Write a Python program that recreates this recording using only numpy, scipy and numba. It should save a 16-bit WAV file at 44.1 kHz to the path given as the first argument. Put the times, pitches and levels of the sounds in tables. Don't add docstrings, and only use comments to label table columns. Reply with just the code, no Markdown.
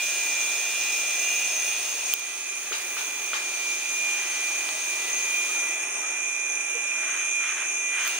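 import sys
import numpy as np
from scipy import signal
from scipy.fft import rfft, irfft
from scipy.io import wavfile
from scipy.ndimage import uniform_filter1d, map_coordinates
from numba import njit

SR = 44100
rng = np.random.default_rng(int(sys.argv[2]) if len(sys.argv) > 2 else 0)


def unload_wav(signal):
    wavfile.write(
        sys.argv[1],
        SR,
        np.round(np.clip(np.atleast_2d(signal).T, -1, 1) * 32767).astype(np.int16),
    )


N = 361158
T = np.arange(N) / SR


def undb(db):
    return 10 ** (np.asarray(db) / 20)


def unit(x):
    return x / np.sqrt(np.mean(x ** 2))


def columns(table):
    s, *rest = np.transpose(table)
    return [np.interp(T, s, c) for c in rest]


def at_hz(points):
    hz, value = np.transpose(points)
    return np.interp(np.log(np.fft.rfftfreq(N, 1 / SR) + 1), np.log(hz), value)


def ring(x, hz, width_hz):
    return signal.lfilter(*signal.iirpeak(hz, hz / width_hz, fs=SR), x)


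def walk(rate):
    hold = int(SR / rate)
    steps = np.repeat(rng.standard_normal(N // hold + 1), hold)
    return uniform_filter1d(uniform_filter1d(steps, hold), hold)[:N]


# hz [Hz], likeness [-1 to 1]
LIKENESS = [(60, 0.31), (130, 0.92), (290, 1), (640, 0.89), (1410, 0.62), (3100, 0.38), (6820, -0.33),
            (15000, 0.19)]


def hiss(colour, spread=0.92):
    alike = np.clip(1 - spread * (1 - at_hz(LIKENESS)), -1, 1)
    shape = undb(at_hz(colour))
    mid = rfft(rng.standard_normal(N)) * shape * np.sqrt(1 + alike)
    side = rfft(rng.standard_normal(N)) * shape * np.sqrt(1 - alike)
    return unit(irfft([mid + side, mid - side], N))


def place(x, pan_db, lag_s):
    left = map_coordinates(x, [np.arange(N) - lag_s * SR], order=3)
    return np.array([left * undb(pan_db / 2), x * undb(-pan_db / 2)])


def echo(x, t60_s):
    s = np.arange(int(t60_s * SR)) / SR
    tail = rng.standard_normal((2, len(s))) * np.exp(-np.log(1000) * s / t60_s)
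    tail = tail / np.sqrt(np.sum(tail ** 2, axis=1, keepdims=True))
    return signal.fftconvolve(x[None], tail, axes=1)[:, :N]


SWAYS_PER_S = 2.5


def swaying_echo(x, t60_s, count):
    share = np.array([walk(SWAYS_PER_S) for _ in range(count)])
    share = share / np.sqrt(np.sum(share ** 2, axis=0))
    return sum(echo(x * w, t60_s) for w in share)


FREE_WHINE_HZ = 2412
# slowest_s [s], whine_drop_hz [Hz], press_s [s], lift_s [s]
NEEDLE_STROKES = [(0.541, 21.6, 0.6, 0.19), (1.079, 16.3, 0.41, 0.41), (1.64, 25.2, 0.23, 0.12),
                  (2.15, 14.8, 0.45, 0.45), (2.641, 18.2, 0.35, 0.46), (2.95, 15.9, 0.14, 0.87),
                  (3.68, 27.7, 0.22, 0.24), (4.32, 22.2, 0.26, 0.27), (4.899, 24.4, 0.47, 0.58),
                  (5.649, 14.1, 0.11, 0.49), (5.981, 17, 0.2, 0.9), (6.71, 22.6, 0.2, 0.23),
                  (7.2, 21.6, 0.27, 0.098), (7.62, 21.3, 0.32, 0.12), (8.29, 30, 0.58, 0.7)]


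def whine_pitch():
    sag_hz = 0
    for slowest_s, drop_hz, press_s, lift_s in NEEDLE_STROKES:
        width_s = np.where(T < slowest_s, press_s, lift_s)
        sag_hz = sag_hz + drop_hz * np.exp(-2 * ((T - slowest_s) / width_s) ** 2)
    return FREE_WHINE_HZ - sag_hz


BALLS_PER_TURN, WHINE_ORDER, UPPER_ORDER = 4.378, 6, 7
TONE_ORDERS = [(0, 7), (0, 13), (3, 0), (0, 15), (0, 17), (0, 18), (0, 19), (0, 20), (5, 0), (5, 1),
               (6, -1), (6, 0), (5, 5), (6, 1), (6, 2), (7, -2), (7, 0), (8, -4), (7, 1), (8, -2), (8, -1),
               (8, 0), (8, 1), (8, 2), (8, 3), (8, 4), (9, 0), (8, 5), (9, 1), (10, 0), (0, 3), (0, 4),
               (0, 9), (0, 10), (0, 16), (0, 21), (5, 6), (7, -3), (11, -5), (4, 13), (3, 20)]
# facing_db [dB], away_db [dB]
TONE_OFFSETS = [(-27.5, -27.5), (-53, -26), (-35, -26.5), (-21, -20), (-34, -28), (-23, -23), (-54, -25),
                (-25, -32), (-14.5, -12.5), (-27, -20), (-22, -21), (0.5, 1.5), (-15, -14.5), (-4.5, -8),
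                (-37, -12), (-17, -21), (1, 2), (-28, -22), (-26, -20), (-22, -28), (-33, -20), (-20, -16),
                (-21, -21.5), (-17, -16), (-19, -26), (-26, -23), (-17, -22), (-34, -33), (-24, -18.5),
                (-20, -35), (-34.5, -37.5), (-35, -38.5), (-33, -28), (-30.5, -33.5), (-25.5, -28),
                (-27, -25.5), (-24, -15.5), (-35, -30), (-21.5, -25), (-36, -24), (-38, -25.5)]


def tones(ball, turn, whine_db, upper_db, others_db, dull_db):
    out, tremble = 0, 0.003 * walk(120)
    for (balls, shafts), (facing_db, away_db) in zip(TONE_ORDERS, TONE_OFFSETS):
        order = balls + shafts / BALLS_PER_TURN
        cycles = (ball + tremble) * order + rng.random()
        if (balls, shafts) == (WHINE_ORDER, 0):
            level_db = whine_db + 0.8 * walk(110)
        elif (balls, shafts) == (UPPER_ORDER, 0):
            level_db = upper_db + 2.7 * walk(25)
        else:
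            dull_share = np.clip((order - 6.5) / 2.32, 0, 1)
            level_db = others_db + 3.26 * walk(12) + 2.2 * walk(3.06) + dull_db * dull_share
        offset_db = facing_db + (away_db - facing_db) * turn
        out = out + undb(offset_db + level_db) * np.sin(2 * np.pi * cycles)
    return np.sqrt(2) * out


# hz [Hz], width of one filter pass [Hz], facing_db [dB], away_db [dB]
CASING_MODES = [(2470, 23, -11.5, -12), (2567, 230, -8, -7), (3510, 670, -14, -13.5),
                (5290, 130, -12, -16.5), (5680, 150, -13.5, -12), (6357, 370, 1.5, 3), (6574, 260, -8, -4),
                (7370, 390, -9.5, -9), (9060, 900, -7.5, -4), (14800, 1000, -26, -21.5)]
LOAD_BEATS = [(0, 1), (1, -1), (1, -2), (1, -3)]
LOAD_DEPTHS = [0.19, 0.15, 0.51, 0.3]


def rattle(ball, turn):
    tap = np.flatnonzero(np.diff(np.floor(ball)))
    jitter, strength = rng.standard_normal((len(tap), 2)).T
    load_nepers = 0
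    for (balls, shafts), depth in zip(LOAD_BEATS, LOAD_DEPTHS):
        load_nepers = load_nepers + depth * np.cos(2 * np.pi * ball * (balls + shafts / BALLS_PER_TURN))
    taps = np.zeros(N)
    tap_at = np.clip(tap + np.round(2.2 * jitter).astype(int), 0, N - 1)
    np.add.at(taps, tap_at, undb(strength))
    drive = np.exp(load_nepers) * (undb(-5.0) * unit(taps) + rng.standard_normal(N))
    out = 0
    for hz, width_hz, facing_db, away_db in CASING_MODES:
        mode_db = facing_db + (away_db - facing_db) * turn + 0.43 * walk(12)
        out = out + undb(mode_db) * unit(ring(ring(drive, hz, width_hz), hz, 0.99 * width_hz))
    return out


JOLT_HZ, JOLT_S = 2454, 0.0015
SMALL_JOLTS_PER_S, SMALL_JOLT_LEAST_DB, SMALL_JOLT_EXCESS_DB = 20, -38, 2.5
# [dB, peak before placing]
STRONG_JOLTS = [(3.243, -25), (3.541, -26), (3.826, -24), (3.859, -25), (5.119, -31), (5.839, -24),
                (5.874, -25), (5.927, -31), (5.961, -27), (6.049, -29), (6.137, -34), (6.226, -37),
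                (6.561, -31), (6.575, -24), (6.608, -23), (6.640, -27), (7.493, -28)]


def jolts():
    chance = rng.random((int(SMALL_JOLTS_PER_S * N / SR), 2))
    small_db = SMALL_JOLT_LEAST_DB - SMALL_JOLT_EXCESS_DB * np.log(chance[:, 1])
    small = np.c_[chance[:, 0] * N / SR, small_db]
    s, db = np.r_[STRONG_JOLTS, small].T
    kicks, around = np.zeros(N), np.arange(-512, 513) / SR
    np.add.at(kicks, (s * SR).astype(int), undb(db))
    ping = np.exp(-.5 * (around / JOLT_S) ** 2) * np.cos(2 * np.pi * JOLT_HZ * around)
    return signal.fftconvolve(kicks, ping, mode="same")


EAR_LAG_S = 7.2e-5
SHADE_S, SHADE_WIDTH_S, SHADE_DB = 2.02, .13, -8
# time_s [s], level_db [dB]
WHINE_LEVEL = [(0, -30.5), (.13, -34.5), (.4, -30), (.62, -34), (1.25, -31.5), (1.5, -35.5), (1.7, -35.5),
               (1.8, -42), (1.92, -46), (1.98, -41), (2.06, -43), (2.12, -33), (2.4, -40.5), (2.55, -34.5),
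               (2.64, -43.5), (2.8, -36.5), (3.55, -35), (3.72, -29), (3.79, -38.5), (4.07, -28),
               (4.29, -36.5), (4.45, -30.5), (4.82, -38.5), (4.93, -31.5), (5.07, -38), (5.4, -29),
               (5.5, -34), (5.57, -29.5), (5.9, -38), (6.27, -33), (6.62, -34.5), (6.73, -32), (6.98, -32),
               (7.16, -36), (7.39, -29), (7.55, -37.5), (7.96, -31), (8.19, -38)]
# time_s [s], level_db [dB]
UPPER_LEVEL = [(0, -47), (.3, -41), (.55, -52), (.77, -39.5), (1.09, -47), (1.35, -40), (1.62, -46),
               (1.9, -46), (2.3, -56), (3.3, -55.5), (4.3, -49), (4.54, -64), (4.86, -51), (5.5, -51),
               (5.75, -61), (6.05, -51), (6.4, -69), (6.74, -52), (6.9, -57), (7.87, -54), (8.19, -43)]
# time_s [s], rattle_db [dB], left_minus_right_db [dB]
RATTLE_AND_PAN = [(0, -30.5, -1.5), (0.6, -31, -3), (1.6, -30.5, -4.5), (2.0, -33.5, -8), (2.1, -31.5, 4),
                  (2.2, -35.5, -7.5), (3.3, -36.5, -3), (4.3, -34.5, -3.5), (5.6, -34.5, -2.5),
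                  (5.9, -35, -5), (6.6, -35.5, -5), (7.5, -34.5, -4), (8.19, -35, -4)]


def machine(turn, dull_db):
    whine_db, = columns(WHINE_LEVEL)
    upper_db, = columns(UPPER_LEVEL)
    rattle_db, pan_db = columns(RATTLE_AND_PAN)
    ball = np.cumsum(whine_pitch()) / WHINE_ORDER / SR
    shade_db = SHADE_DB * np.exp(-.5 * ((T - SHADE_S) / SHADE_WIDTH_S) ** 2)
    others_db = rattle_db + 2.37 * turn - 3.0 + shade_db
    pure = tones(ball, turn, whine_db, upper_db, others_db, dull_db)
    pure = pure + turn * jolts()
    rough = undb(rattle_db) * rattle(ball, turn)
    direct = place(pure, pan_db, EAR_LAG_S * turn)
    direct = direct + undb(-10.0) * place(rough, 0.75 * pan_db, EAR_LAG_S * turn)
    return direct + undb(-16.5) * echo(pure, .3) + undb(-1.5) * swaying_echo(rough, .3, count=4)


CLICK_TILT_HZ = 6000
CLICK_BODY_HZ, CLICK_BODY_WIDTH_HZ = 980, 790
# start_s [s], tick_peak_db [dB], left_minus_right_db [dB], body_re_tick_db [dB], tilt [dB per octave]
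CLICK_EVENTS = [(2.1372, -4, -4.5, -26, 2), (2.195, -19, 1.0, -15, -1), (4.6900, -18, -5, -9.5, -8),
                (8.077, -13, -6, -28, 3)]
# hz [Hz], width of one filter pass [Hz], level_db [dB]
CLICK_MODES = [(2000, 1400, -7), (3270, 794, 1), (3860, 1300, 0), (5300, 1200, -3), (8000, 4090, 3),
               (11400, 4000, 0), (14600, 1600, 5)]


def clicks():
    out, s = np.zeros((2, N)), np.arange(512) / SR
    for t, db, pan_db, body_db, tilt_db in CLICK_EVENTS:
        envelope = s * np.exp(-s / 0.00022) + 2e-5 * np.exp(-s / 0.0015)
        burst = rng.standard_normal((2, 512)) * envelope
        tick = 0
        for hz, width_hz, mode_db in CLICK_MODES:
            tilted_db = mode_db + tilt_db * np.log2(hz / CLICK_TILT_HZ)
            tick = tick + undb(tilted_db) * unit(ring(ring(burst, hz, width_hz), hz, width_hz))
        impulse = 1. * (s == 0)
        body = ring(impulse, CLICK_BODY_HZ, CLICK_BODY_WIDTH_HZ)
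        body = ring(body, CLICK_BODY_HZ, CLICK_BODY_WIDTH_HZ)
        both = tick / np.abs(tick).max(axis=1, keepdims=True) + undb(body_db) * body / np.abs(body).max()
        start = int(t * SR)
        out[:, start:start + 512] += both * undb(db + np.array([[pan_db], [-pan_db]]) / 2)
    return out


PUSH_S = .00008
THUD_HZ, THUD_WIDTH_HZ = 438.6, 140
SNAP_HZ, SNAP_WIDTH_HZ = 3080, 870
# start_s [s], clack_db [dB], left_minus_right_db [dB], thud_db [dB],
# snap_db [dB], snap_after_s [s], echo_re_clack_db [dB]
KNOCK_EVENTS = [(2.7115, -50, 0, -33, -50, .008, -20), (2.7202, -19, 2, -34, -19.5, 0.0075, 5),
                (2.9684, -19, 1, -50, -34, 0.0098, 3), (3.3329, -17, 3, -53, -17, 0.0070, 3)]
# hz [Hz], width of the first filter pass [Hz], level_db [dB]
CLACK_MODES = [(800, 730, -2), (1390, 280, 6), (1850, 880, 4), (2860, 1100, -4)]


def knocks():
    def peak(x, db):
        return undb(db) * x / np.abs(x).max()

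    dry, wet, s = np.zeros((2, N)), np.zeros(N), np.arange(4096) / SR
    for t, db, pan_db, thud_db, snap_db, after_s, echo_db in KNOCK_EVENTS:
        grit = rng.standard_normal((3, 4096))
        contact = s / PUSH_S * np.exp(-s / PUSH_S) + 0.12 * grit[0] * np.exp(-s / 0.0041)
        clack = 0
        for hz, width_hz, mode_db in CLACK_MODES:
            clack = clack + undb(mode_db) * unit(ring(ring(contact, hz, width_hz), hz, 2 * width_hz))
        thud = ring(ring(contact, THUD_HZ, THUD_WIDTH_HZ), THUD_HZ, 2 * THUD_WIDTH_HZ)
        snap = grit[1] * (s > after_s) * np.exp(-np.abs(s - after_s) / 0.00076)
        snap = ring(ring(snap, SNAP_HZ, SNAP_WIDTH_HZ), SNAP_HZ, 2 * SNAP_WIDTH_HZ)
        blow = peak(clack, db) + peak(thud, thud_db) + peak(snap, snap_db)
        start = int(t * SR)
        dry[:, start:start + 4096] += blow * undb(np.array([[pan_db], [-pan_db]]) / 2)
        wet[start:start + 4096] += undb(db + echo_db) * grit[2] * s / 0.0048 * np.exp(1 - s / 0.0051)
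    return dry + echo(ring(ring(wet, 2000, 4600), 1700, 4300), 0.46)


# top_s [s], rise_s [s], fall_s [s], body_db [dB], treble_db [dB]
WIPE_EVENTS = [(4.22, 0.19, 0.24, -43.5, -50), (5.6, 0.088, 0.19, -56, -56), (6.1, 0.093, 0.16, -45.5, -61),
               (7.14, 0.18, .16, -37.5, -45), (7.412, 0.011, 0.27, -38, -49), (7.5, 0.07, 0.08, -40, -44),
               (7.59, 0.04, 0.08, -38, -44), (7.96, 0.046, 0.047, -38, -48),
               (8.045, 0.093, 0.088, -33.5, -39.5)]
# hz [Hz], density [dB per Hz]
WIPE_BODY_COLOUR = [(500, -28.5), (1000, -8), (1300, -1), (1600, 1.5), (2200, 1), (3200, -10), (6000, -43),
                    (12000, -46)]
# hz [Hz], density [dB per Hz]
WIPE_TREBLE_COLOUR = [(1800, -34), (2800, 5), (3400, 1), (4200, -7), (6000, -53), (12000, -40)]


def wipes():
    body_power = treble_power = 0
    for t, rise_s, fall_s, db, treble_db in WIPE_EVENTS:
        swell = np.exp(-2 * ((T - t) / np.where(T < t, rise_s, fall_s)) ** 2)
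        body_power = body_power + undb(2 * db) * swell
        treble_power = treble_power + undb(2 * treble_db) * swell
    grain = undb(2 * walk(150))
    body = np.sqrt(body_power) * hiss(WIPE_BODY_COLOUR, spread=0.53)
    treble = np.sqrt(treble_power) * hiss(WIPE_TREBLE_COLOUR, spread=0.56)
    return grain * (body + treble)


BLIP_S = 0.0092
# [dB, rms of the sine at its top]
BLIP_EVENTS = [(4.91, 980, -51), (5.50, 1251, -42), (5.575, 1382, -44), (5.64, 1400, -46),
               (5.805, 1720, -43), (6.02, 928.4, -47), (6.04, 1260, -44), (6.15, 1450, -46),
               (6.759, 475, -43), (6.782, 521, -51)]


def blips():
    dry = 0
    for t, hz, db in BLIP_EVENTS:
        envelope = np.exp(-.5 * ((T - t) / BLIP_S) ** 2)
        dry = dry + undb(db) * envelope * np.sin(2 * np.pi * hz * T)
    return np.sqrt(2) * (dry + undb(-2.5) * echo(dry, 0.4))


# time_s [s], pitch_hz [Hz], level_db [dB rms]
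HUM_TRACK = [(1.2, 131, -89), (1.85, 132, -96), (2.05, 132.3, -76), (3.0, 136, -69), (4.08, 138.9, -77),
             (4.3, 141.1, -84), (5.3, 141.6, -76.5), (6.2, 143.2, -81)]


def hum():
    hz, db = columns(HUM_TRACK)
    fade = np.clip((T - HUM_TRACK[0][0]) * 2, 0, 1) * np.clip((HUM_TRACK[-1][0] - T) * 2, 0, 1)
    return np.sqrt(2) * fade * undb(db) * np.sin(2 * np.pi * np.cumsum(hz) / SR)


# hz [Hz], facing [dB per Hz], away [dB per Hz]
LOW_COLOUR = [(110, -44, -48), (165, -22, -19.5), (271, -8, -4.5), (373, 0, 4.5), (487, -1, -1.5),
              (710, 3, 3), (950, -0.5, 3), (1400, -1, 0.5), (2390, 0.5, 4.5), (3530, -44, -46)]
# hz [Hz], density [dB per Hz]
HIGH_COLOUR = [(1200, -19.5), (2500, 3.5), (4600, 4), (8000, 1.5), (10000, -9.5), (12000, -40)]
# hz [Hz], density [dB per Hz]
TOP_COLOUR = [(7000, -22.5), (10000, 1), (12500, -9.5), (16000, 3.5)]
# time_s [s], low_db [dB], high_db [dB], top_db [dB]
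HISS_LEVELS = [(0, -41.5, -36, -35), (1.6, -42, -36.5, -35.5), (2.15, -41.5, -38, -38),
               (2.5, -43, -40, -42), (2.85, -41, -38.5, -34), (3.35, -42, -39, -40),
               (5.55, -41.5, -38.5, -39), (5.9, -43.5, -55, -53), (6.3, -44, -63, -79),
               (7.9, -44.5, -58, -66), (8.07, -42.5, -37, -34), (8.19, -39.5, -40, -42)]


def room_hiss(turn):
    low_db, high_db, top_db = columns(HISS_LEVELS)
    hz, facing_db, away_db = np.transpose(LOW_COLOUR)
    low = np.sqrt(1 - turn) * hiss(np.c_[hz, facing_db]) + np.sqrt(turn) * hiss(np.c_[hz, away_db])
    room = undb(low_db + walk(4.857)) * low
    room += undb(high_db + walk(6.43)) * hiss(HIGH_COLOUR)
    room += undb(top_db + walk(26.05)) * hiss(TOP_COLOUR)
    return room


DULL_BELOW_DB, DULL_SHARE = -42.5, 0.34


def dulling():
    _, high_db, _ = columns(HISS_LEVELS)
    return DULL_SHARE * np.clip(high_db - DULL_BELOW_DB, -20, 0)


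# time_s [s], share turned away [0-1]
CAMERA_TURN = [(0, 0), (1.6, 0), (2.3, 1), (8.19, 1)]


def scene():
    turn, = columns(CAMERA_TURN)
    handling = clicks() + knocks() + wipes()
    return machine(turn, dulling()) + handling + blips() + hum() + room_hiss(turn)


@njit
def duck(peak, top, ratio, release):
    gain, envelope = np.empty(len(peak)), top
    for i in range(len(peak)):
        envelope = max(peak[i], envelope + (top - envelope) * release)
        gain[i] = (top / envelope) ** (1 - 1 / ratio)
    return gain


TOP_HZ, RUMBLE_DB = 15720, -81
# hz [Hz], density [dB per Hz]
RUMBLE_COLOUR = [(20, -4), (60, 6), (150, -1), (300, -22), (1000, -70)]


def record(dry):
    dry = signal.sosfilt(signal.butter(2, 120, "high", fs=SR, output="sos"), dry)
    gain = duck(np.abs(dry).max(axis=0), 0.38, 3.0, 1 / (.6 * SR))
    late = np.r_[np.ones(128), uniform_filter1d(gain, size=128)[:-128]]
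    heard = dry * late + undb(RUMBLE_DB) * hiss(RUMBLE_COLOUR, spread=0.65)
    return signal.sosfilt(signal.ellip(12, .2, 70, TOP_HZ, fs=SR, output="sos"), heard)


dry = scene()
out = record(dry)
unload_wav(out)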